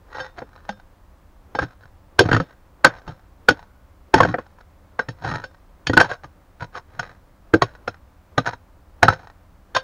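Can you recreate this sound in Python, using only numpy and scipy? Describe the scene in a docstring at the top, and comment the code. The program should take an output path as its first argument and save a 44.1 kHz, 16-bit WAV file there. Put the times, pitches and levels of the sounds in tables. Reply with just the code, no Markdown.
"""At the foot of a dry stone wall, a hand pick digs stony earth close to a small head-worn microphone.
Each blow is a crush of fractures clacking on stone, a handle knock, a ground thud, spat grit and ringing steel.
Between blows, bursts of breaking grains drag along the blade, and thrown soil and loose crumbs fall back.
One hollow knock comes early; quiet air, sleeve rub and hiss lie beneath, and the walls answer the digging.
The sound is nearly mono, and the hardest blows overload the microphone."""
import sys
import numpy as np
from scipy import signal
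from scipy.io import wavfile
from scipy.ndimage import uniform_filter1d

SR = 44100
rng = np.random.default_rng(int(sys.argv[2]) if len(sys.argv) > 2 else 0)


def master_out(mix):
    """Clip the mix to full scale and print it as 16-bit PCM to the path in sys.argv[1]."""
    frames = np.transpose(np.atleast_2d(mix))
    ceiling = np.clip(frames, -1, 1)
    pcm = np.round(ceiling * 32767).astype(np.int16)
    wavfile.write(sys.argv[1], SR, pcm)


N = 433503  # length in samples
T = np.arange(SR // 3) / SR  # seconds since a contact


def amp(db):
    """Decibels to gain."""
    return 10 ** (np.asarray(db) / 20)


def evened(x):
    """Scales to rms 1."""
    return x / np.sqrt(np.mean(x ** 2) + 1e-20)


def sized(x):
    """Scales a short sound to the energy of 10 ms at rms 1."""
    return x / np.sqrt(np.sum(x ** 2) / (SR / 100) + 1e-20)


def read(points, hz):
    """Reads a table on a log-frequency axis."""
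    table_hz, value = np.transpose(points)
    return np.interp(np.log(hz + 1), np.log(table_hz + 1), value)


def add(mix, s, sound):
    """Mixes a sound in at time s."""
    part = mix[max(round(s * SR), 0):][:len(sound)]
    part += sound[:len(part)]


def causal(points, size=2 * len(T)):
    """The minimum-phase impulse response of a spectrum: its energy comes as early as it can."""
    hz = abs(np.fft.fftfreq(size, 1 / SR))
    log_gain = np.log(amp(read(points, hz)))
    spectrum = np.exp(np.conj(signal.hilbert(log_gain)))
    return np.fft.ifft(spectrum).real[:size // 2]


def through(x, response):
    """Passes x through a body with this impulse response."""
    return signal.fftconvolve(x, response)[:len(x)]


def fading(t, t60):
    """Exponential decay that falls 60 dB in t60 seconds."""
    return np.exp(-np.log(1000) * t / t60)


def dying(t60, rise):
    """Envelope of a contact: a quick rise, then exponential decay."""
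    return (1 - np.exp(-T / rise)) * fading(T, t60)


def mode(hz, t60, rise):
    """One dying vibration, scaled like any short sound."""
    return sized(dying(t60, rise) * np.sin(2 * np.pi * hz * T))


def crumbs(count, per_s, spread_db):
    """Tiny fractures at random moments, of random sign and uneven size."""
    size = amp(spread_db * np.minimum(rng.exponential(1, count), 4))
    breaks = rng.random(count) < per_s / SR
    return rng.choice([-1, 1], count) * size * breaks


def hiss(points):
    """Steady noise of a given colour at rms 1."""
    return evened(through(rng.standard_normal(N), causal(points)))


# Colour of the open air around the wall. Each row: frequency in Hz, level in dB.
AIR_COLOUR = [(12, -34), (20, -2), (81, -3), (137, -18), (196, -14.5), (232, -23.5), (267, -16.5),
              (453, -27), (521, -19.5), (651, -23.5), (1070, -24), (2930, -40), (15600, -52)]
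AIR_DB = -50.5


def air():
    """Quiet open air, cloth rubbing softly with each swing of the arm, and a thin high hiss."""
    cloth = hiss([(100, -12), (350, 8), (1300, -1.0), (2200, -15.0), (4500, -22.5), (8000, -32.5)])
    high_hiss = hiss([(9000, -18), (15500, 3)])
    return amp(AIR_DB) * hiss(AIR_COLOUR) + sleeve() * cloth + amp(-73.0) * high_hiss


# the sleeve rubs as the arm is raised before a swing, and again as it comes down
LIFT_LEAD_S, LIFT_HALF_S, LIFT_DB = 0.61, 0.083, -64.5
DROP_LEAD_S, DROP_HALF_S, DROP_DB = 0.032, 0.056, -59


def sleeve():
    """How strongly the cloth rubs: once on the way up and once on the way down of each swing."""
    t = np.arange(N) / SR
    level = np.zeros(N)
    for swing in swings():
        for lead, half, db in [(LIFT_LEAD_S, LIFT_HALF_S, LIFT_DB), (DROP_LEAD_S, DROP_HALF_S, DROP_DB)]:
            level += amp(db) * np.exp(-((t - swing[0, 0] + lead) / half) ** 2)
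    return level


PAUSE_S = .2  # a longer gap from one blow to the next separates two swings


def swings():
    """Groups the blows into swings of the arm."""
    rows = np.array(BLOWS)
    return np.split(rows, np.flatnonzero(np.diff(rows[:, 0]) > PAUSE_S) + 1)


# Modes of the steel head. Each row: frequency in Hz, level in dB when struck at the point,
# level in dB when struck at the blade, t60 in s when nothing else damps it.
STEEL_MODES = [(520, 3, 1, 0.22), (760, 1.5, -8, 0.12), (1595, 7, -6.5, 0.15), (2650, -11.5, -9.5, .07),
               (3090, 1.5, -14, .06), (3625, 1, -26.5, 0.31), (3940, -19.5, 3, 0.14),
               (4506, 0, -10.5, .085), (5296, -8.5, -7, 0.17), (6220, -21, -10.5, 0.11),
               (6460, -10.5, -20.5, 0.059), (9130, -17, -12, 0.19), (10700, -18.5, -16.5, .08)]


def steel(place):
    """Ring of the head; where it is struck (0 = point, 1 = blade) decides which modes speak."""
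    ring = np.zeros(len(T))
    for hz, point_db, blade_db, t60 in STEEL_MODES:
        level = amp(point_db + place * (blade_db - point_db))
        ring += level * fading(T, t60) * np.sin(2 * np.pi * hz * T)
    return ring


def choked(ring):
    """With soil pressing on the head only its high modes speak, and briefly."""
    high_pass = signal.firwin(101, 2300, pass_zero=False, fs=SR)
    return through(ring * dying(t60=.018, rise=.0001), high_pass)


def pebble(count=6):
    """Every stone has a few short modes of its own."""
    pitches, signs = rng.random(count), rng.choice([-1, 1], count)
    return sum(sign * mode(hz=650 * 3 ** pitch, t60=0.034, rise=0.00078)
               for pitch, sign in zip(pitches, signs))


HARD_DB = -8.5  # blows with a louder clack bounce and land again
BOUNCE_S, BOUNCE_CLACK_DB, BOUNCE_BODY_DB = .019, -17, -5  # the second landing is soon, dull and weaker
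# each drag catches one small stone: its pitch range, and its sound relative to the drag
CATCH_LOW_HZ, CATCH_HIGH_HZ, CATCH_DB, CATCH_KNOCK_DB, CATCH_RING_DB = 700, 1600, 3, -7, -25


def contacts():
    """All meetings of steel and stone: blows, bounces of the hard ones, and stones caught in a drag."""
    gaps = np.diff([row[0] for row in BLOWS], append=N / SR)
    bounces = []
    for (s, clack, hz, knock, thud, grit, ring), gap in zip(BLOWS, gaps):
        if clack > HARD_DB and gap > BOUNCE_S:
            bounces.append((s + BOUNCE_S, clack + BOUNCE_CLACK_DB, hz, knock + BOUNCE_BODY_DB,
                            thud + BOUNCE_BODY_DB, grit + BOUNCE_CLACK_DB, ring + BOUNCE_BODY_DB))
    caught = []
    for (s, half, rub, push), (when, pitch) in zip(DRAGS, rng.random((len(DRAGS), 2))):
        hz = CATCH_LOW_HZ * (CATCH_HIGH_HZ / CATCH_LOW_HZ) ** pitch
        caught.append((s + half * (when - 1), rub + CATCH_DB, hz, rub + CATCH_KNOCK_DB,
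                       push + CATCH_DB, rub + DRAG_GRIT_DB, rub + CATCH_RING_DB))
    return BLOWS + caught + bounces


# Blows of steel on stone, before walls and microphone. Each row: start in seconds, clack level in dB,
# pitch of the clack in Hz, then levels in dB of the handle knock, ground thud, grit and ring of the pick.
BLOWS = [(0.15, -34.5, 1510, -47, -56, -62, -49.5), (0.2, -31, 1620, -40.5, -50, -44, -34.5),
         (0.419, -36, 795, -30.5, -52, -63, -60), (0.691, -23.5, 803, -42, -54, -35, -42.5),
         (1.55, -22.5, 800, -26, -33, -39.5, -39), (1.588, -14.5, 1622, -24.5, -33.5, -32.5, -45),
         (2.191, -6, 1580, -13, -14.5, -10.5, -49.5), (2.206, -21.5, 794, -7, -30, -35, -48.5),
         (2.288, -20, 677, -22.5, -24, -37.5, -53), (2.314, -13.5, 1630, -18.5, -13.5, -31.5, -58),
         (2.329, -13.5, 1604, -20, -12, -23.5, -53.5), (2.345, -15.5, 1800, -18, -15.5, -30, -52),
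         (2.364, -15.5, 1274, -18, -18, -31, -52), (2.4, -20.5, 1300, -20, -17.5, -36.5, -46.5),
         (2.846, 3, 1541, -13, -20, -12.5, -51), (3.077, -35, 864, -36, -27.5, -45.5, -48.5),
         (3.486, -3, 1472, -12.5, -20, -15, -51.5), (4.14, -5, 877, -8.5, -13.5, -18.5, -44),
         (4.203, -4, 1101, -15, -17, -25, -41.5), (4.231, -12.5, 1555, -20, -18.5, -29.5, -61.5),
         (4.249, -15.5, 645, -15.5, -31, -37, -65.5), (4.341, -17, 706, -19.5, -65, -48, -73),
         (4.384, -26.5, 1080, -24.5, -47, -48, -56), (4.992, -15, 1600, -26, -42, -36, -40.5),
         (5.086, -30, 1810, -33, -24, -37.5, -45.5), (5.439, -29, 1497, -41, -47, -39, -46),
         (5.869, -22, 1725, -35.5, -26.5, -19.5, -63), (5.896, -23, 1880, -14, -16.5, -34, -66.5),
         (5.933, -18, 1460, -19.5, -21.5, -30, -51), (5.969, -12, 1680, -12, -18.5, -23, -49),
         (5.974, -2.5, 1490, -28, -15.5, -23, -59), (6.0, -8.5, 1650, -18, -28.5, -17.5, -42.5),
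         (6.01, -7.5, 1564, -24, -29, -22, -44.5), (6.993, -20.5, 1488, -40, -31.5, -32, -42.5),
         (7.537, -10.5, 1576, -5, -17, -29, -62.5), (7.62, -8.5, 1100, -18, -17, -20.5, -55),
         (7.877, -19.5, 1394, -27, -33.5, -33, -71), (8.379, -11.5, 1207, -15.5, -15.5, -22.5, -42.5),
         (9.029, -3, 676, -15.5, -16.5, -18, -30.5), (9.082, -4, 1328, -28.5, -13, -27.5, -30),
         (9.749, -21, 1510, -36.5, -32, -27, -25.5), (9.764, -11.5, 1040, -34, -43.5, -20, -36)]
# How the pick is turned in the hand. Each row: time in seconds, turn (0 = point leads, 1 = flat blade leads).
TURN = [(2.4, 0.14), (4.3, 0.33), (5, 0.66), (5.5, .25), (7.6, 0.6), (8.4, 0.94), (9.1, 0.62), (9.7, 0)]
# Colours of the struck stone, the handle, the ground and the grit. Each row: frequency in Hz, level in dB.
STONE_COLOUR = [(200, -34.5), (450, 1.5), (700, 2.5), (1100, -1.5), (1500, 5), (1850, -3), (2100, -9),
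                (2800, -18.5), (5000, -48.5), (8000, -62)]
HANDLE_COLOUR = [(60, -20), (140, -5), (210, -5), (290, -2.5), (370, -10.5), (430, -0.5), (520, -3),
                 (700, -13.5), (1400, -34), (4000, -70)]
EARTH_COLOUR = [(25, -20), (60, -10.5), (90, -6), (115, 1.5), (160, -3), (220, -14), (300, -13),
                (500, -29.5), (2000, -62)]
GRIT_COLOUR = [(1000, -18), (2000, -3.5), (2500, 3.5), (4400, -2), (4900, -12.5), (6800, -10), (9000, -10),
               (12500, -13.5)]
KNOCK_FREE_HZ, KNOCK_BURIED_HZ = 515, 265  # the handle knocks lower as the head sinks into the earth
FREE_DB, BURIED_DB = -13.5, -4  # thud over clack with the head free, and with it buried


def blows(stone, handle, earth, grit):
    """The steel cuts through loose soil, meets a stone and crushes its way in for some milliseconds."""
    out = np.zeros(N)
    entry = np.exp(-np.arange(SR // 100)[::-1] / SR / .0018)  # swells until the stone is met
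    landings = np.array([row[0] for row in BLOWS] + [np.inf])
    for s, clack_db, clack_hz, knock_db, thud_db, grit_db, ring_db in contacts():
        gap = landings[landings > s][0] - s
        place = np.clip(np.interp(s, *np.transpose(TURN)), 0, 1)
        pick = steel(place)

        crush_envelope = dying(t60=0.028, rise=0.0011) + amp(-27.0) * dying(t60=0.19, rise=.004)
        crush = crumbs(len(T), per_s=7500, spread_db=4.0) * crush_envelope
        clack_tone = mode(clack_hz, t60=0.032, rise=0.0036)
        clack = sized(sized(through(crush, stone)) + amp(1.0) * clack_tone + amp(-3) * sized(pebble()))

        shake = rng.standard_normal(len(T)) * dying(t60=0.075, rise=0.00033)
        knock_hz = np.interp(thud_db - clack_db, [FREE_DB, BURIED_DB], [KNOCK_FREE_HZ, KNOCK_BURIED_HZ])
        # a low knock rings longer: it dies after a set number of cycles
        knock_tone = mode(knock_hz, t60=23 / knock_hz, rise=0.0009)
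        knock = sized(sized(through(shake, handle)) + amp(0.5) * knock_tone)

        settle = rng.standard_normal(len(T)) * dying(t60=0.066, rise=0.0029)
        thud_tone = mode(hz=114 + 12 * rng.standard_normal(), t60=.09, rise=0.001)
        thud = sized(sized(through(settle, earth)) + amp(-2.5) * thud_tone)

        # grit breaks against the head, whose ring is choked while it is buried
        spray_envelope = dying(t60=0.014, rise=.001) + amp(-11.5) * dying(t60=0.074, rise=0.012)
        spray = crumbs(len(T), per_s=4300, spread_db=-2.0) * spray_envelope
        crunch = sized(sized(through(spray, grit)) + amp(-0.5) * sized(through(spray, choked(pick))))

        # the ring is damped by the next blow and by soil on the blade
        damping = np.exp(-np.maximum(T - gap, 0) / 0.027 - place * T / 0.1)
        ring = np.sqrt(2) * pick * (1 - np.exp(-T / 0.0033)) * damping

        body = amp(knock_db) * knock + amp(thud_db) * thud
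        add(out, s, amp(clack_db) * clack + body + amp(grit_db) * crunch + amp(ring_db) * ring)

        soil = entry * rng.standard_normal(len(entry))
        cut = amp(clack_db) * sized(through(soil, stone)) + amp(grit_db) * sized(through(soil, grit))
        add(out, s - len(entry) / SR, amp(-22) * cut)
    return out


# Drags of the blade through rubble, before walls and microphone. Each row: middle in seconds,
# half length in seconds, level of the rubbing in dB, level of the pushed earth in dB.
DRAGS = [(0.2, 0.048, -35, -50.5), (0.395, 0.014, -37, -47.5), (0.601, 0.13, -53.5, -64.5),
         (1.631, 0.012, -29, -23), (1.841, 0.016, -51, -53), (2.256, 0.015, -32, -23),
         (3.098, 0.024, -44.5, -39.5), (4.184, 0.012, -23, -22), (4.289, 0.026, -32, -25),
         (4.599, 0.02, -52, -66), (5.273, 0.028, -28.5, -32), (5.328, 0.042, -29, -29),
         (6.048, 0.01, -29.5, -36.5), (6.114, 0.023, -28.5, -44), (6.244, 0.007, -39, -44),
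         (6.627, 0.016, -33.5, -35), (6.765, 0.016, -32.5, -47.5), (7.03, 0.066, -41.5, -48.5),
         (8.48, 0.017, -23.5, -34.5), (8.533, 0.0065, -35.5, -46.5), (9.132, 0.018, -30.5, -43.5),
         (9.251, 0.05, -48.5, -60)]
DRAG_GRIT_DB = -12.5  # grit of a drag, relative to its rubbing
FAINT_DB, FIRM_DB, FAINT_PER_S, FIRM_PER_S = -52, -34, 270, 3000  # a firmer drag breaks more grains a second


def scrapes(stone, earth, grit):
    """Grains catch and break along the blade, in clumps, while the earth is pushed aside."""
    out = np.zeros(N)
    blade = sized(choked(steel(0.76)))
    t = np.arange(-.15, .2, 1 / SR)  # seconds from the middle of the drag
    for s, half, rub_db, push_db in DRAGS + spills():
        stroke = np.exp(-(t / half) ** 2 / 2)
        clumps = amp(3.5 * evened(uniform_filter1d(rng.standard_normal(len(t)), size=260)))
        per_s = np.interp(rub_db, [FAINT_DB, FIRM_DB], [FAINT_PER_S, FIRM_PER_S])
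        grains = crumbs(len(t), per_s, spread_db=7.5) * stroke * clumps
        rub = evened(through(grains, sized(stone) + amp(-3.0) * sized(pebble())))
        fizz = evened(through(grains, sized(grit) + blade))
        push = evened(through(rng.standard_normal(len(t)) * stroke, earth))
        sound = amp(rub_db) * rub + amp(push_db) * push + amp(rub_db + DRAG_GRIT_DB) * fizz
        # levels hold over the length of the drag
        add(out, s + t[0], sound * np.sqrt(2 * abs(half) * SR / len(t)))
    return out


SPILL_DELAY_S, SPILL_HALF_S = 0.099, .032  # thrown soil lands after the last blow of a swing
SPILL_DB, SPILL_SLOPE, SPILL_PUSH_DB = -45, 0.41, -6  # level after a 0 dB clack, dB per dB of clack, its bass


def spills():
    """Soil thrown up by each swing lands a moment later, like a faint drag."""
    rows = []
    for swing in swings():
        s, clack_db = swing[-1][:2]
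        db = SPILL_DB + SPILL_SLOPE * clack_db
        rows.append((s + SPILL_DELAY_S, SPILL_HALF_S, db, db + SPILL_PUSH_DB))
    return rows


def trickle(stone, grit):
    """Loose crumbs keep dropping back into the hole after each blow."""
    loosened = np.zeros(N)
    for s, clack_db, *_ in BLOWS:
        add(loosened, s, amp(clack_db / 2) * np.exp(-np.arange(SR) / SR / 0.059))
    falls = crumbs(N, per_s=230, spread_db=-1.5) * loosened
    return amp(-64) * evened(through(falls, stone)) + amp(-68.0) * evened(through(falls, grit))


HOLLOW_S = .692  # one hollow knock as the pick is taken up
HOLLOW_HZ, HOLLOW_DB, HOLLOW_T60_S = 202.5, -26.5, 0.2


def hollow():
    """A single low, hollow knock: one dying vibration."""
    out = np.zeros(N)
    add(out, HOLLOW_S, amp(HOLLOW_DB) * mode(HOLLOW_HZ, HOLLOW_T60_S, rise=0.0038))
    return out


# Fading of the yard's tail. Each row: frequency in Hz, t60 in s.
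YARD_DECAY = [(100, .5), (500, 0.88), (1500, 0.92), (3000, .45), (7000, 0.9)]


def walls(x):
    """Close stones scatter the sound at once; the yard's faint tail fades soonest near 3 kHz and in the low bass."""
    near = crumbs(len(T), per_s=2200, spread_db=1) * dying(t60=.05, rise=.002)
    hz, t, z = signal.stft(rng.standard_normal(SR), SR, nperseg=256)
    decay = fading(t, read(YARD_DECAY, hz)[:, None])
    tail = signal.istft(z * decay, SR, nperseg=256)[1]
    scatter = amp(-12) * through(x, near / np.linalg.norm(near))
    yard = amp(-41) * through(x, tail / np.linalg.norm(tail))
    return x + scatter + yard


# The head-worn microphone is thin in the deep bass and dull in the treble.
# Each row: frequency in Hz, response in dB.
MICROPHONE = [(25, -5), (60, -3.5), (100, -0.5), (6900, -1.5), (7400, -17), (8100, -20), (9200, -14.5),
              (11100, -18.5), (12000, -32)]


def scene():
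    """All sources reach both channels alike; the microphone colours the digging and its echoes."""
    stone, handle, earth, grit = map(causal, (STONE_COLOUR, HANDLE_COLOUR, EARTH_COLOUR, GRIT_COLOUR))
    digging = blows(stone, handle, earth, grit) + scrapes(stone, earth, grit)
    digging = digging + trickle(stone, grit) + hollow()
    heard = through(walls(digging), causal(MICROPHONE))
    return np.tile(heard + air(), (2, 1))


EDGE_HZ = 15800  # upper band limit


def record(dry):
    """Each channel adds a trace of hiss; peaks are clipped flat; then the band limit."""
    noisy = dry + amp(-83.5) * rng.standard_normal(dry.shape)
    clipped = np.clip(noisy, -.98, .98)
    low_pass = signal.firwin(511, EDGE_HZ, window=("kaiser", 9), fs=SR)
    return signal.oaconvolve(clipped, low_pass[None], "same")


dry = scene()
out = record(dry)
master_out(out)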